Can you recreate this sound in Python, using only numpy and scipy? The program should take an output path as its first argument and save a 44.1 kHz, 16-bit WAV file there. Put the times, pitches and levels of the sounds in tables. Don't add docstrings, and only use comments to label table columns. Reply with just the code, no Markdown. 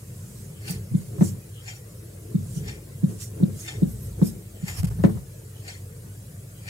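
import sys
import numpy as np
from scipy import signal
from scipy.fft import rfft, irfft, next_fast_len
from scipy.io import wavfile
from scipy.ndimage import uniform_filter1d

SR = 44100
rng = np.random.default_rng(int(sys.argv[2]) if len(sys.argv) > 2 else 0)


def dump_mix(stems):
    frames = np.atleast_2d(stems).T
    limited = np.clip(frames, -1, 1)
    pcm = np.round(limited * 32767).astype(np.int16)
    wavfile.write(sys.argv[1], SR, pcm)


N = 295018
T = np.arange(N) / SR

# (pitch [Hz], left level [dB], right level [dB], time to fade 60 dB [s], left delay [ms])
PANEL_MODES = [(105.9, -22.5, -17, 0.25, 0.00023), (142.7, -3, -6, 0.087, 0.54),
               (179.7, -1, -1.5, 0.088, 0.84), (208.3, -7.5, -45, 0.13, 0.5),
               (251.3, -21.5, -20, 0.15, 0.53), (306.4, -5.5, -11.5, 0.14, -0.8),
               (401, -9, -14.5, 0.1, 0.76), (510.7, -17, -18, 0.08, -0.23), (643, -25, -41, 0.059, 0.88),
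               (845, -30, -33, .04, -0.4), (985, -29, -24, .037, 0.066)]
# (frequency [Hz], likeness [1 = same, 0 = unrelated, -1 = opposite])
AIR_LIKENESS = [(60, 0.99), (99, 1.0), (160, 1), (270, 0.81), (450, 0.47), (740, -0.13), (1220, -0.13),
                (2010, -0.44), (3330, -0.1), (5500, 0.2), (9080, 0.99), (15000, 0.91)]
FELT_LIKENESS = [(1000, 0.22), (2400, -0.071), (5000, -0.15), (8000, 0.87), (11000, 0.8), (15000, 0.6)]
CLOCK_LIKENESS = [(60, 0.9), (130, 0.99), (290, 0.18), (640, 0.27), (1410, -0.44), (3100, -0.37),
                  (6820, 0.65), (15000, 0.95)]
# (frequency [Hz], left minus right [dB])
AIR_BALANCE = [(150, .1), (300, 4.5), (650, 7.5), (1100, 2.5), (1800, 3.5), (2500, .5), (6000, -1.5),
               (15000, -.3)]
FELT_BALANCE = [(1000, 6), (2400, 3), (5000, -6), (8000, -5.5), (12000, -3), (15000, 2)]


def gain_of(db):
    return 10 ** (np.asarray(db) / 20)


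def unit_level(x):
    return x / np.sqrt(np.mean(x ** 2) + 1e-20)


def curve_at(points, hz):
    frequencies, values = np.transpose(points)
    return np.interp(np.log(hz + 1), np.log(frequencies + 1), values)


def resonate(x, hz, width):
    decay = np.exp(-np.pi * width / SR)
    return 2 * signal.lfilter([1 - decay], [1, -decay * np.exp(2j * np.pi * hz / SR)], x).real


def narrow_band(x, hz, width):
    return unit_level(resonate(resonate(x, hz, width), hz, width))


def widen(pair, likeness, balance=((1, 0), (2, 0)), colour_db=lambda hz: 0 * hz):
    size = next_fast_len(N)
    hz = np.fft.rfftfreq(size, 1 / SR)
    first, second = rfft(pair, size)
    alike = np.clip(curve_at(likeness, hz), -1, 1)
    lean = gain_of(curve_at(balance, hz) / 2)
    right = alike * first + np.sqrt(1 - alike ** 2) * second
    return irfft(np.array([first * lean, right / lean]) * gain_of(colour_db(hz)), size)[:, :N]


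def wander(smooth_samples, length=N):
    return unit_level(uniform_filter1d(rng.standard_normal(length), smooth_samples))


def grit(spread_db, smooth_samples=30, length=N):
    return rng.standard_normal((2, length)) * gain_of(spread_db * wander(smooth_samples, length))


def patchy(x, spread_db, frames, bins, size=256):
    window = dict(nperseg=size, noverlap=size * 3 // 4)
    hz, _, spectrum = signal.stft(x, SR, **window)
    patches = uniform_filter1d(rng.standard_normal(spectrum.shape[-2:]), bins, 0)
    patches = unit_level(uniform_filter1d(patches, frames, 1)) * np.minimum(hz / 600, 1)[:, None]
    return signal.istft(spectrum * gain_of(spread_db * patches), **window)[1][..., :N]


def swells(rows, roundness=1.19):
    return sum(gain_of(db - 20 * np.maximum((peak_s - T) / rise, (T - peak_s) / fall) ** roundness)
               for peak_s, db, rise, fall in rows)


def bump(hz, centre, width):
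    return 1 / (1 + (2 * (hz - centre) / width) ** 2)


def panel_noise(noise, tone, likeness, balance):
    def colour_db(hz):
        peaks = sum(bump(hz, 1.058 * mode_hz, width=37) for mode_hz, *_ in PANEL_MODES if mode_hz > 300)
        return curve_at(tone, hz) + 6.5 * peaks
    return unit_level(widen(noise, likeness, balance, colour_db))


def room_air(level_db=-41.5):
    # (frequency [Hz], relative level [dB])
    air_tone = [(12, -43), (20, -39), (39, -17), (70, -73), (85, -5.5), (104, 4), (209, -20), (233, -46),
                (284, -23), (456, -19.5), (843, -36.5), (1890, -35.5), (3500, -41.5), (5800, -38),
                (7400, -34), (10100, -35), (15800, -41.5)]
    noise = patchy(rng.standard_normal((2, N)), spread_db=3.5, frames=7, bins=3, size=1024)
    air = widen(noise, AIR_LIKENESS, AIR_BALANCE, lambda hz: curve_at(air_tone, hz))
    return gain_of(level_db) * air / np.sqrt(np.mean(air.mean(0) ** 2))


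def resting_hand():
    # (time [s], rumble level [dB])
    pressure = [(0.0, -46), (0.39, -36), (0.58, -44.5), (0.74, -30.5), (0.9, -43.5), (1.32, -30.5),
                (1.45, -45), (1.6, -52), (2.23, -45), (2.35, -36.5), (2.66, -32), (2.79, -46), (3.04, -36),
                (3.22, -40), (3.54, -35.5), (3.69, -46), (3.78, -34.5), (4.28, -37.5), (4.51, -44),
                (4.64, -40.5), (4.88, -36.5), (4.97, -33.5), (5.06, -26), (5.16, -31.5), (5.29, -50),
                (5.7, -46.5), (6.17, -42), (6.69, -47)]
    # (peak time [s], level [dB], rise [s], fall [s])
    sways = [(.775, -42, .06, 0.055), (2.7, -43.5, 0.33, 0.16), (3.8, -41, 0.066, 0.56),
             (4.15, -40.5, 0.33, 0.19), (4.88, -34, 0.2, 0.24)]
    slides = [(.72, -51.5, 0.22, 0.26), (1.15, -44.5, 0.093, 0.35), (2.06, -53, 0.13, 0.28),
              (2.32, -45.5, 0.12, .05), (2.66, -46.5, 0.2, 0.32), (3.12, -41, 0.074, 0.067),
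              (3.4, -42.5, 0.14, 0.14), (3.48, -48, 0.044, 0.18), (3.79, -43, 0.16, 0.18),
              (4.05, -49.5, 0.067, 0.12), (4.195, -38.5, 0.032, 0.049), (4.33, -47.5, 0.16, 0.2),
              (5.45, -51, 0.13, 0.046), (5.65, -51.5, 0.075, 0.13), (6.08, -52.5, 0.032, 0.063)]
    # (frequency [Hz], relative level [dB])
    rumble_tone = [(50, -19), (76, -16), (92, 3), (115, -1), (190, -9), (240, -17.5), (400, -49)]
    rub_tone = [(200, -13), (320, 4.5), (450, 2.5), (620, -11), (900, -20), (1600, -19), (3000, -33)]
    sway = narrow_band(rng.standard_normal(N), hz=57.1, width=9)
    sway_power = uniform_filter1d(sway ** 2 + 1e-3, size=1500)
    sway = unit_level(sway / sway_power ** 0.45)
    rumble = panel_noise(rng.standard_normal((2, N)), rumble_tone, AIR_LIKENESS, AIR_BALANCE)
    rub = panel_noise(rng.standard_normal((2, N)), rub_tone, AIR_LIKENESS, AIR_BALANCE)
    press_db = np.interp(T, *np.transpose(pressure))
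    sway_gain = gain_of(-54) + swells(sways)
    rub_gain = gain_of(-23.5 + 0.99 * press_db) + swells(slides)
    return sway_gain * sway + gain_of(press_db) * rumble + rub_gain * rub


def felt_strokes():
    # (peak time [s], level [dB], rise [s], fall [s])
    strokes = [(.42, -53, .9, 0.22), (.71, -37, 0.069, 0.065), (.97, -50, 0.034, 0.24),
               (1.245, -40, 0.056, 0.066), (1.285, -42, .06, 0.04), (2.45, -56, 0.17, 0.31),
               (2.572, -46.5, 0.12, 0.046), (3.09, -50.5, .04, 0.19), (3.222, -37, 0.043, 0.065),
               (3.61, -42, 0.11, 0.14), (3.91, -55.5, 0.2, 0.05), (4.072, -49.5, 0.18, 0.049),
               (4.27, -40, 0.084, 0.069)]
    # (frequency [Hz], relative level [dB])
    felt_tone = [(710, -37), (1200, -15), (1750, -14.5), (3680, -13), (5430, -7), (7270, -3), (9720, -3.5),
                 (10500, -6), (12200, -8.5), (15800, -17)]
    # (pitch [Hz], width [Hz], boost [dB])
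    nib_peaks = [(5640, 560, 1.5), (7300, 130, 3.5), (8400, 240, 2), (12300, 320, 3)]

    def colour_db(hz):
        return curve_at(felt_tone, hz) + sum(db * bump(hz, pitch, width) for pitch, width, db in nib_peaks)
    slips = patchy(grit(1.0), spread_db=3.0, frames=20, bins=3)
    return unit_level(widen(slips, FELT_LIKENESS, FELT_BALANCE, colour_db)) * swells(strokes)


def wall_clock(first_tick_s=0.677, lead_in_s=0.14, run_on_s=0.11):
    # (level below 3 kHz [dB], at 3-6 kHz [dB], above 6 kHz [dB],
    # most boosted pitch [Hz], second boosted pitch [Hz], chirp level [dB])
    ticks = [(-40.5, -37, -56.5, 4470, 2500, -59), (-41.5, -36.5, -55, 7070, 2270, -52.5),
             (-42.5, -38, -53, 2280, 5630, -58.5), (-38.5, -36.5, -48.5, 3550, 5550, -72),
             (-39.5, -36, -49.5, 7240, 1670, -60), (-41.5, -37.5, -51.5, 4270, 7800, -61),
             (-42, -39.5, -54, 2450, 4500, -63)]
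    # (pitch [Hz], width [Hz], left gain [dB], right gain [dB])
    case_modes = [(800, 100, -5.5, -12), (1520, 130, -29, -10), (1834, 220, -1.5, -2.5),
                  (2102, 230, 3, -10), (2380, 87, -4.5, -9.5), (2540, 370, -4.5, -4.5),
                  (3186, 77, -8.5, -11.5), (3570, 180, -11.5, -12), (4360, 190, -13.5, -12),
                  (4640, 320, -6, -13), (5240, 280, -8.5, -10.5), (5820, 42, -35, -6.5),
                  (7050, 430, 9, -10), (7610, 160, -1, -17), (8000, 120, -1, -23), (9200, 300, -3, -12)]
    out = np.zeros((2, N + SR))
    t = np.arange(SR // 3) / SR - lead_in_s
    swell_in = 0.64 * np.exp(np.minimum(t, 0) / 0.034)
    fade_out = 0.83 * np.exp(-t / 0.086) / (1 + (t / run_on_s) ** 6)
    swell = np.where(t < 0, swell_in, fade_out)
    knock = 1.27 * (t > 0) * (1 - np.exp(-abs(t) / 0.0029)) * np.exp(-t / 0.015)
    chirp = np.exp(-((t + 0.09) / 0.042) ** 2)
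    for second, (*band_db, main_hz, other_hz, chirp_db) in enumerate(ticks):
        rattle = grit(0.8, smooth_samples=120, length=len(t))
        tick = gain_of(chirp_db) * narrow_band(rattle, hz=3060, width=500) * chirp
        for hz, width, *sides_db in case_modes:
            tooth_db = sum(boost_db * np.exp(-(np.log(hz / pitch) / 0.049) ** 2)
                           for pitch, boost_db in ((main_hz, 8), (other_hz, 5)))
            db = band_db[(hz > 3000) + (hz > 6000)] + np.array(sides_db)[:, None] + tooth_db
            ring = resonate(resonate(rattle * (swell + knock), hz, 3 * width), hz, width)
            tick += gain_of(db) * ring * np.sqrt(SR / width / 9)
        out[:, round((first_tick_s + second - lead_in_s) * SR):][:, :len(t)] += tick
    return widen(patchy(out[:, :N], spread_db=3.0, frames=16, bins=2), CLOCK_LIKENESS)


def panel_thump(t, contact_ms, pitch_factor):
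    ring = np.zeros((2, len(t)))
    for k, (hz, left_db, right_db, fade_s, delay_ms) in enumerate(PANEL_MODES):
        delayed_t = t - np.array([[delay_ms / 1000], [0]])
        fade_s = min(fade_s, 28 / hz)
        fade = gain_of([[left_db], [right_db]] - 60 * t / fade_s)
        ring += (-1) ** k * fade * np.sin(2 * np.pi * hz * pitch_factor * delayed_t)
    push = np.exp(-((t[:1500] * 1000 - contact_ms) / (0.36 * contact_ms)) ** 2)
    thump = signal.fftconvolve(ring * (1 - np.exp(-t / 0.0013)), push[None], axes=1)[:, :len(t)]
    return thump / abs(thump.mean(0)).max()


def panel_taps(bounce_s=0.012):
    # (time [s], thump level [dB], contact [ms], crack level [dB], pitch [factor])
    blows = [(.695, -24, 3.9, -48, 1.02), (0.911, -23, 4.2, -54, 0.73), (.94, -10, 3.7, -58, 1.02),
             (1.182, -18, 5.8, -45.5, 0.85), (1.208, -5, 2.6, -28, 1.096), (2.344, -11.5, 3.5, -69, 1.06),
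             (2.561, -21, 5.8, -65, 0.96), (3.031, -9, 3.5, -53, 1.05), (3.401, -21.5, 0.81, -73, 0.97),
             (3.424, -7, 2.74, -48.5, 1.08), (3.82, -8.5, 2.1, -57, 1.04),
             (4.215, -6.5, 2.37, -35.5, 1.066), (4.627, -19.5, 5.5, -65, 1.07), (4.783, -17, 8, -59, 0.603),
             (4.83, -14.5, 4.6, -45, 0.994), (4.908, -26.5, 6.9, -44, 0.76), (4.987, -18, 6.3, -43.5, 1.08),
             (5.0, -21.5, 6.5, -54, .55), (5.037, -2.5, 0.31, -21, 1.08), (5.092, -24, 2.5, -45, 1.06),
             (5.149, -23, 3.6, -53, 0.68), (5.168, -41, 3, -47, 1.076)]
    # (frequency [Hz], relative level [dB])
    crack_tone = [(280, -11), (430, 5), (620, -5.5), (801, -5), (1080, -8.5), (1950, -13.5), (2730, -30),
                  (3670, -31), (12000, -41), (15600, -72), (22000, -120)]
    tick_tone = [(600, -18), (1200, 6), (2200, 7), (4000, -5), (7000, -2), (12000, -16)]
    # (frequency [Hz], likeness [-1 to 1])
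    likeness = [(300, .3), (550, .6), (800, -.3), (2500, -.1), (5000, .3), (9000, .8)]
    # (frequency [Hz], left minus right [dB])
    balance = [(400, -1.5), (1000, 6), (2000, 2), (4000, 4), (6000, -1), (12000, 0)]
    t = np.arange(SR // 2) / SR
    crack_shape = (1 - np.exp(-t / 0.0004)) * (1 / (1 + (t / 0.019) ** 4) + 0.064 * np.exp(-t / 0.048))
    bounce = 0.71 * (t > bounce_s) * np.exp(-abs(t - bounce_s) / 0.0072)
    tick_shape = (1 - np.exp(-t / 0.00029)) * (np.exp(-t / 0.0023) + 0.13 * np.exp(-t / 0.015) + bounce)
    thumps = np.zeros((2, N + SR))
    crack_gain, tick_gain = np.zeros((2, N + SR))
    for time_s, db, contact_ms, crack_db, pitch_factor in blows:
        answer_ms = 7.66 * gain_of(0.5 * crack_db)
        thump_start = round((time_s + (answer_ms - contact_ms) / 1000) * SR)
        thumps[:, thump_start:][:, :len(t)] += gain_of(db) * panel_thump(t, contact_ms, pitch_factor)
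        crack_gain[round(time_s * SR):][:len(t)] += gain_of(crack_db) * crack_shape
        tick_gain[round(time_s * SR):][:len(t)] += gain_of(-5.5 + 1.28 * crack_db) * tick_shape
    cracks = panel_noise(grit(3.5), crack_tone, likeness, balance) * crack_gain[:N]
    ticks = panel_noise(grit(3.5), tick_tone, likeness, balance) * tick_gain[:N]
    swing = uniform_filter1d(abs(thumps[:, :N].mean(0)) ** 1.3, size=60)
    buzz = gain_of(-38.5) * narrow_band(grit(1.4), hz=3800, width=830) * swing
    thumps = cut_bass(thumps, hz=60, order=2)
    return thumps[:, :N] + cracks + ticks + buzz


def room_echo(x, bass_fade_s, treble_fade_s):
    hz, t, spectrum = signal.stft(rng.standard_normal((2, SR // 2)), SR, nperseg=256)
    fade_s = curve_at([(150, bass_fade_s), (6000, treble_fade_s)], hz)[:, None]
    tail = signal.istft(spectrum * gain_of(-60 * t / fade_s), SR, nperseg=256)[1]
    tail *= np.minimum(np.arange(tail.shape[1]) / (0.0085 * SR), 1)
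    return signal.fftconvolve(x, tail / np.linalg.norm(tail[0]), axes=1)[:, :N]


def nib_squeals(pitch_over_width=17):
    # (peak time [s], level [dB], rise [s], fall [s], pitch [Hz])
    squeals = [(1.234, -45.5, 0.04, 0.06, 6100), (1.252, -44, 0.037, 0.09, 7330),
               (3.225, -44, 0.041, 0.07, 5700), (3.61, -44, 0.026, 0.1, 6540), (.701, -37, .03, .022, 4800),
               (3.905, -52, .06, .05, 10800), (3.918, -50, .05, .05, 11900), (4.03, -49, .06, .05, 11850),
               (4.065, -51, .04, .06, 11850), (4.04, -54, .08, .1, 10900),
               (2.575, -47.5, 0.052, 0.053, 5900), (.711, -40, .025, .04, 15200),
               (4.79, -42, 0.068, 0.032, 5400), (4.27, -45, 0.039, 0.046, 5200),
               (4.27, -44, 0.039, 0.046, 12100)]
    slips = widen(grit(2.5), FELT_LIKENESS) * gain_of(2.9 * wander(300))
    return sum(narrow_band(slips, hz, hz / pitch_over_width) * swells([swell]) for *swell, hz in squeals)


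def nib_snap():
    # (time [s], level [dB], pitch [Hz])
    pings = [(0.709, -25, 8700), (0.7092, -27, 10200), (0.7094, -26, 11600), (.7093, -31, 6300)]
    return sum(gain_of(db) * np.exp(-abs(T - time_s) / 0.00044) * np.sin(2 * np.pi * hz * (T - time_s))
               for time_s, db, hz in pings)


def sleeve_rustle():
    # (peak time [s], level [dB], rise [s], fall [s])
    moves = [(4.69, -39, 0.039, 0.06), (4.794, -37, 0.072, 0.043), (4.834, -38, 0.0049, 0.095)]
    # (frequency [Hz], relative level [dB])
    cloth_tone = [(350, -27), (600, -3), (3140, -4), (3460, -14), (5210, -2.5), (5980, -7), (9140, -4.5),
                  (12700, -6.5), (15800, -18)]
    cloth = widen(grit(1.4), CLOCK_LIKENESS, FELT_BALANCE, lambda hz: curve_at(cloth_tone, hz))
    return unit_level(cloth) * swells(moves)


def treble_dips(x):
    # (time [s], length [ms], level change [dB])
    dips = [(4.821, 14, -6), (4.839, 8.1, -22), (4.865, 11.4, -14), (4.897, 7.6, -16), (5.082, 18, -14)]
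    bass = signal.oaconvolve(x, signal.firwin(255, 900, fs=SR)[None], "same")
    change_db = sum(db * np.exp(-(2000 * (T - time_s) / length_ms) ** 4) for time_s, length_ms, db in dips)
    return bass + (x - bass) * gain_of(change_db)


def cut_bass(x, hz, order):
    return signal.sosfilt(signal.butter(order, hz, "high", fs=SR, output="sos"), x)


def scene():
    taps = panel_taps()
    echo = gain_of(-13) * room_echo(taps, bass_fade_s=0.25, treble_fade_s=0.1)
    writing = taps + echo + resting_hand() + felt_strokes() + nib_squeals() + nib_snap()
    return writing + wall_clock() + treble_dips(room_air() + sleeve_rustle())


def record(dry, ceiling=0.87, top_hz=15850):
    middle = cut_bass((dry[0] + dry[1]) / 2, hz=45, order=3)
    side = cut_bass((dry[0] - dry[1]) / 2, hz=100, order=2)
    pair = ceiling * np.tanh(np.array([middle + side, middle - side]) / ceiling)
    return signal.oaconvolve(pair, signal.firwin(511, top_hz, window=("kaiser", 9), fs=SR)[None], "same")


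dry = scene()
out = record(dry)
dump_mix(out)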